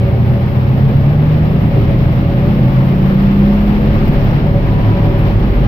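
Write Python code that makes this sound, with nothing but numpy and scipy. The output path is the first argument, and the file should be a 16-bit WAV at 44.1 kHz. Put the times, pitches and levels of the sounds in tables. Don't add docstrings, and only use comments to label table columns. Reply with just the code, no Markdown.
import sys
import numpy as np
from scipy import signal
from scipy.fft import rfft, irfft, next_fast_len
from scipy.io import wavfile

SR = 44100
rng = np.random.default_rng(int(sys.argv[2]) if len(sys.argv) > 2 else 0)


def waveform_to_disk(signal):
    frames = np.transpose(np.atleast_2d(signal))
    scaled = np.clip(frames, -1, 1) * 32767
    samples = np.round(scaled).astype(np.int16)
    wavfile.write(sys.argv[1], SR, samples)


def gain_from_decibels(decibels):
    exponent = np.asarray(decibels, float) / 20
    return 10 ** exponent


N = 250047
TIME_S = np.arange(N) / SR
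LENGTH = next_fast_len(N)
HZ = np.arange(1, LENGTH // 2 + 2) * SR / LENGTH

# [t/s, speed/turns per s]
CRANK_SPEED = [
    (0.0, 20.12),
    (0.8, 23.35),
    (2.0, 28.05),
    (3.6, 34.03),
    (4.3, 36.22),
    (4.52, 36.7),
    (4.72, 36.35),
    (5.2, 36.0),
    (5.45, 34.93),
    (5.67, 34.3),
]
MEAN_TURNS_PER_S = 30
FUEL_CUT_S, FUEL_FADE_S = 3.9, 0.63

# [multiple, level under load/dB, change when coasting/dB]
CRANK_MAINS = [(1, -1.4, 6.9), (3, -6, -1.3), (4, -4.5, -1), (6, -1.1, -16.8)]
SHAFT_MAINS = [(1, -.2, 1.5), (2, -1.7, -.8), (3, -6.1, .2), (4, -4.6, -3.5)]
# [f/Hz, width/Hz, level/dB rms]
CRANK_MODES = [(24.2, 4, -25.6), (36.1, 6, -26.5), (66, 25, -24), (83.7, 25, -15), (108.7, 2.2, -11),
               (122.7, 3.5, -18.5), (132.7, 6.4, -22.5), (147.8, 5, -14.5), (153.5, 18, -12),
               (195.9, 34, -12.5)]
SHAFT_MODES = [(40.5, 7.4, -21.5), (48.3, 6.2, -17), (80, 10, -23), (104.1, 8.5, -16), (118.3, 18, -9.5),
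               (132, 11, -8), (137.8, 5.2, -8.5), (155.8, 6.1, -19.5), (164, 4, -21), (210, 25, -25)]
BETWEEN_MODES_DB = -38
# [multiple, level/dB]
CRANK_MINORS = [(2, 1), (5, 3.5), (7, -7), (8, -7), (9, 1.1), (10, -2), (11, -3.5), (12, -10.5)]
SHAFT_MINORS = [(5, 2), (6, -6), (8, -5.5)]
UPPER_MINORS = [(k, 0) for k in range(13, 27)]
# [f/Hz, level/dB rms]
CRANK_PATH = [(40, -38.5), (60, -33.5), (73, -28), (105, -36.5), (120, -25), (135, -28), (160, -23.5),
              (174, -34.5), (183, -23), (196, -27.5), (212, -23), (225, -33.5), (270, -32), (440, -36)]
SHAFT_PATH = [(140, -28), (156, -31.5), (167, -28.5), (180, -37), (195, -27), (214, -24), (230, -32),
              (260, -31.5), (330, -27), (420, -31.5)]
UPPER_PATH = [(250, -52), (400, -44), (570, -42), (700, -47), (900, -53.5), (1200, -57.5), (1500, -65)]
SHAFT_RATIO, GEAR_TEETH = 1.415, 27

# [f/Hz, density/dB per Hz]
THUD_SPECTRUM = [(8, -6.5), (20, -2.5), (40, -1), (65, -2), (85, -9.5), (120, -27)]
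BOOM_SPECTRUM = [(45, -26.5), (70, -9), (100, 1.5), (140, 3.5), (180, -6), (210, 2), (260, -22.5),
                 (330, -29.5), (450, -51)]
ROAR_SPECTRUM = [(140, -35.5), (240, -2), (334, -8.5), (392, -7.5), (460, -12.5), (564, -8.5), (624, -16.5),
                 (770, -13.5), (1100, -24), (1430, -57), (2420, -120)]
CLATTER_SPECTRUM = [(530, -36), (900, -5), (1180, -1.5), (1390, -5.5), (1780, -6), (2200, -8), (2810, -11),
                    (4000, -19), (5300, -26.5), (5800, -31), (6150, -38.5), (7000, -40), (8200, -48),
                    (11000, -60.5)]
RATTLE_SPECTRUM = [(6000, -36.5), (8000, -19.5), (10000, -16), (10800, -11.5), (11900, -3), (12500, -2),
                   (13500, -1), (14800, -0.5), (15900, -5)]
# [f/Hz, width/Hz, level/dB]
PANELS = [(565.9, 17, -32), (659, 17, -44), (761.4, 22, -47.5), (384, 30, -35), (141, 27, -25),
          (2192, 34, -55.5), (4080, 53, -66.5)]

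# [t/s, thud level/dB, boom level/dB]
BUMPS = [
    (.8, 0, 4.5),
    (1.5, 0, 5),
    (3.2, 2.5, 1),
    (3.95, 10, 2),
    (4.2, 8.5, 3.5),
    (4.65, -1.5, 7),
    (5.4, 0, 4.5),
    (5.67, -1, 4),
]
BUMP_S = 0.3
# [t/s, level/dB]
HUM_SWELLS = [
    (.05, 11),
    (.35, 7),
    (1.8, 8.5),
    (2.35, 7),
    (3.8, 5.5),
    (4.1, 7),
    (4.55, 8.5),
    (5.15, 7),
    (5.4, 3),
]
HUM_SWELL_S = 0.27
# [t/s, rattle rise/dB, decay/s]
SHAKES = [(0.552, 3.5, 0.013), (0.768, 3.5, 0.017), (1.62, 4.5, 0.0077), (1.696, 1.5, 0.011),
          (3.45, 4, 0.013), (3.662, 4.5, 0.038), (4.055, 7.5, 0.018), (4.078, 6.5, .015), (4.12, 5, 0.014),
          (4.429, 1, .012), (4.89, 5, 0.0094), (5.041, 4, .012), (5.184, 8.5, 0.019), (5.23, 6.5, 0.0084),
          (5.259, 0.5, 0.0061), (5.307, 4, 0.016)]
# [t/s, peak level/dB, ring f/Hz, left minus right/dB]
TICKS = [
    (4.0775, -31, 15200, 6),
    (4.0785, -43, 6500, 2.5),
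    (4.0795, -44, 12400, 6),
    (4.1814, -45, 12900, 3),
]
# [t/s, length/s, f/Hz, width/Hz, level/dB, left minus right/dB]
SQUEAKS = [
    (4.06, .03, 5300, 500, -56, -4),
    (4.088, .014, 14900, 200, -50, 6),
    (4.19, .035, 5480, 400, -52, -5),
    (4.231, .026, 15120, 40, -48, 6),
    (4.285, .035, 5500, 400, -54, -5),
]

# [f/Hz, likeness/0-1, left lead/rad]
PORTS = [(30, 0.92, .03), (55, 1, .08), (80, 0.93, 0.22), (135, 0.89, 0.29), (200, 0.91, 0.13),
         (280, .94, 0.21), (430, .78, 0.54), (586, 0.7, 0.77), (750, 0.8, 0.33), (880, 0.8, 0.71),
         (1070, 0.05, 2.2), (1350, .36, 3.05), (1610, 0.4, 2.95), (2150, 0.01, 3.22)]
# [f/Hz, left minus right/dB]
LEAN = [(200, -0.5), (900, 1.5), (2000, 1), (2900, 4.5), (3500, 2.5), (4800, -7), (5500, -9.5),
        (6200, -1.5), (7600, -7), (9600, -3), (11000, 3.5), (12400, 10.5), (14400, -1.5), (15300, 0.5)]


def at_hz(points, hz, axis=1):
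    table = np.array(points)
    return np.interp(np.log(hz), np.log(table[:, 0]), table[:, axis])


def rms_one(x):
    return x / np.sqrt(np.mean(x ** 2) + 1e-20)


def drift(rate_hz):
    step, settle = 40, 2000
    r = np.exp(-2 * np.pi * rate_hz * step / SR)
    noise = rng.standard_normal(N // step + settle + 2)
    slow = signal.lfilter([1], [1, -2 * r, r * r], noise)[settle:]
    return np.interp(np.arange(N) / step, np.arange(len(slow)), rms_one(slow - slow.mean()))


def ramp(start_s, length_s):
    return np.clip((TIME_S - start_s) / max(length_s, .01), 0, 1)


def swells(rows, length_s, axis=1):
    total_db = 0
    for row in rows:
        total_db = total_db + row[axis] * (ramp(row[0] - length_s, length_s) - ramp(row[0], length_s))
    return total_db


def crank_turns():
    s, turns = np.transpose(CRANK_SPEED)
    return np.interp(TIME_S, s, turns)


def law(level_db, db_per_octave, coast_db):
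    octaves = np.log2(crank_turns() / MEAN_TURNS_PER_S)
    return level_db + db_per_octave * octaves + coast_db * ramp(FUEL_CUT_S, FUEL_FADE_S)


def resonance(x, hz, width_hz):
    r = np.exp(-np.pi * width_hz / SR)
    b = np.array([1, 0, -1]) * (1 - r * r) / 2
    return signal.lfilter(b, [1, -2 * r * np.cos(2 * np.pi * hz / SR), r * r], x)


def pan(pan_db):
    return gain_from_decibels([[pan_db / 2], [-pan_db / 2]])


def stereo_white():
    mid, side = rfft(rng.standard_normal((2, LENGTH)))
    alike = np.clip(at_hz(PORTS, HZ), 0, 1)
    sign = np.array([[1], [-1]])
    pair = np.sqrt(1 + alike) * mid + np.sqrt(1 - alike) * side * sign
    lead = np.exp(.5j * sign * at_hz(PORTS, HZ, axis=2))
    return pair * lead * gain_from_decibels(sign * at_hz(LEAN, HZ) / 2)


def patchy_noise(spectrum, patchy_db, rate_hz):
    low, high = spectrum[0][0], spectrum[-1][0]
    coloured = stereo_white() * gain_from_decibels(at_hz(spectrum, HZ)) * (HZ > low) * (HZ < high)
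    bands_per_octave = 1.4
    place = bands_per_octave * np.log2(HZ / low)
    out = 0
    for k in range(int(bands_per_octave * np.log2(high / low)) + 2):
        band = irfft(coloured * np.clip(1 - abs(place - k), 0, 1), LENGTH)[:, :N]
        out = out + band * gain_from_decibels(patchy_db * drift(rate_hz))
    return rms_one(out)


def booming(modes, turns, mains):
    levels = []
    for k, db, coast_db in mains:
        power = gain_from_decibels(BETWEEN_MODES_DB) ** 2
        for top_hz, width_hz, mode_db in modes:
            power = power + (gain_from_decibels(mode_db) / (1 + (2 * (k * turns - top_hz) / width_hz) ** 2)) ** 2
        levels.append((k, law(db, 0, coast_db) + 10 * np.log10(power)))
    return levels


def through(path, turns, minors, effort_db):
    return [(k, db + effort_db + at_hz(path, k * turns)) for k, db in minors]


def orders(turns, levels, wobble_db, wander_rad, spread_rad):
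    angle = 2 * np.pi * np.cumsum(turns) / SR
    out = 0
    for k, level_db in levels:
        lead = at_hz(PORTS, k * turns, axis=2) + spread_rad * k * rng.uniform(-1, 1)
        phase = k * angle + rng.uniform(0, 2 * np.pi) + wander_rad * drift(4.8)
        level = np.sqrt(2) * gain_from_decibels(level_db + wobble_db * drift(2.0))
        out = out + level * np.sin([phase + lead / 2, phase - lead / 2])
    return out


def gear_whine(turns):
    start_s, attack_s, hold_s, release_s, sing_db = 4.55, .15, 0.46, .15, 11
    singing = ramp(start_s, attack_s) - ramp(start_s + attack_s + hold_s, release_s)
    whine_db = law(-50, 10, 0) + sing_db * singing + .6
    return orders(GEAR_TEETH * turns, [(1, whine_db)], wobble_db=1.5, wander_rad=.25, spread_rad=.3)


def engine():
    turns = crank_turns()
    shaft_turns = SHAFT_RATIO * turns
    effort_db = law(0.27, 0.4, -1.1)
    crank_levels = booming(CRANK_MODES, turns, CRANK_MAINS)
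    crank_levels += through(CRANK_PATH, turns, CRANK_MINORS, effort_db)
    shaft_levels = booming(SHAFT_MODES, shaft_turns, SHAFT_MAINS)
    shaft_levels += through(SHAFT_PATH, shaft_turns, SHAFT_MINORS, effort_db)
    upper_levels = through(UPPER_PATH, turns, UPPER_MINORS, effort_db)
    crank = orders(turns, crank_levels, wobble_db=1.5, wander_rad=.14, spread_rad=.02)
    shaft = orders(shaft_turns, shaft_levels, wobble_db=1.2, wander_rad=.12, spread_rad=.04)
    upper = orders(turns, upper_levels, wobble_db=4.0, wander_rad=.6, spread_rad=0.11)
    return gain_from_decibels(1.05) * (crank + shaft) + upper + gear_whine(turns)


def road():
    coarse_db = 8 * ramp(2.7, .4)
    thud_db = law(-34, -3, 0) + coarse_db + swells(BUMPS, BUMP_S)
    boom_db = law(-20, 1.5, -0.45) + swells(BUMPS, BUMP_S, axis=2)
    thud = gain_from_decibels(thud_db) * patchy_noise(THUD_SPECTRUM, patchy_db=1.0, rate_hz=4.4)
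    boom = gain_from_decibels(boom_db) * patchy_noise(BOOM_SPECTRUM, patchy_db=-2.0, rate_hz=4.6)
    return thud + boom


def body_roar(jolts):
    level_db = law(-24, 0.95, 0.8) + 0.83 * jolts
    return gain_from_decibels(level_db) * patchy_noise(ROAR_SPECTRUM, patchy_db=1.5, rate_hz=12)


def shaken():
    total_db = 0
    for s, db, decay_s in SHAKES:
        age_s = TIME_S - s
        total_db = total_db + db * np.clip(age_s / .003, 0, 1) * np.exp(-np.clip(age_s, 0, None) / decay_s)
    return total_db


def valve_clatter(jolts):
    level_db = law(-31, 3.4, -.5) + 0.13 * shaken() + .15 * swells(BUMPS, BUMP_S) + 0.72 * jolts
    return gain_from_decibels(level_db) * patchy_noise(CLATTER_SPECTRUM, patchy_db=0.63, rate_hz=20.0)


def trim_rattle(jolts):
    level_db = law(-51, 3, -2.5) + shaken() + .6 * jolts + .5 * drift(30)
    return gain_from_decibels(level_db) * patchy_noise(RATTLE_SPECTRUM, patchy_db=-0.4, rate_hz=15)


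def panel_hum():
    shake = irfft(stereo_white(), LENGTH)[:, :N]
    shake = shake + 2 * shake.mean(axis=0)
    hum = 0
    for hz, width_hz, db in PANELS:
        hum = hum + gain_from_decibels(db) * rms_one(resonance(resonance(shake, hz, width_hz), hz, width_hz))
    return gain_from_decibels(law(-3, 0.1, 0.55) + swells(HUM_SWELLS, HUM_SWELL_S)) * hum


def cabin_noise():
    jolts = drift(13)
    return road() + body_roar(jolts) + valve_clatter(jolts) + trim_rattle(jolts) + panel_hum()


def trim_squeaks():
    out = np.zeros((2, N))
    t = np.arange(round(.04 * SR)) / SR
    for s, length_s, hz, width_hz, db, pan_db in SQUEAKS:
        noise = rng.standard_normal((2, 2 * len(t)))
        rub = np.clip(t / .003, 0, 1) * np.clip((length_s - t) / .004, 0, 1)
        settled = resonance(resonance(noise, hz, width_hz), hz, width_hz)[:, len(t):]
        at = round(s * SR)
        out[:, at:at + len(t)] += gain_from_decibels(db) * rub * rms_one(settled) * pan(pan_db)
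    return out


def trim_ticks():
    out = np.zeros((2, N))
    t = np.arange(round(.04 * SR)) / SR
    for s, db, hz, pan_db in TICKS:
        noise = rng.standard_normal((2, len(t)))
        crack = np.diff(noise, prepend=0) * np.exp(-t / .003) * (1 - np.exp(-t / .0012))
        tick = gain_from_decibels(-15) * crack + gain_from_decibels(10.0) * resonance(crack, min(hz, 15500), 1500)
        at = round(s * SR)
        out[:, at:at + len(t)] += gain_from_decibels(db - 6.0) * tick * pan(pan_db)
    return out


def scene():
    return engine() + cabin_noise() + trim_squeaks() + trim_ticks()


def roll_off(x):
    return signal.sosfilt(signal.butter(12, 15660, fs=SR, output="sos"), x)


def record(dry):
    ceiling = 1.04
    rounded = dry / (1 + np.abs(dry / ceiling) ** 4) ** .25
    return roll_off(rounded)


dry = scene()
out = record(dry)
waveform_to_disk(out)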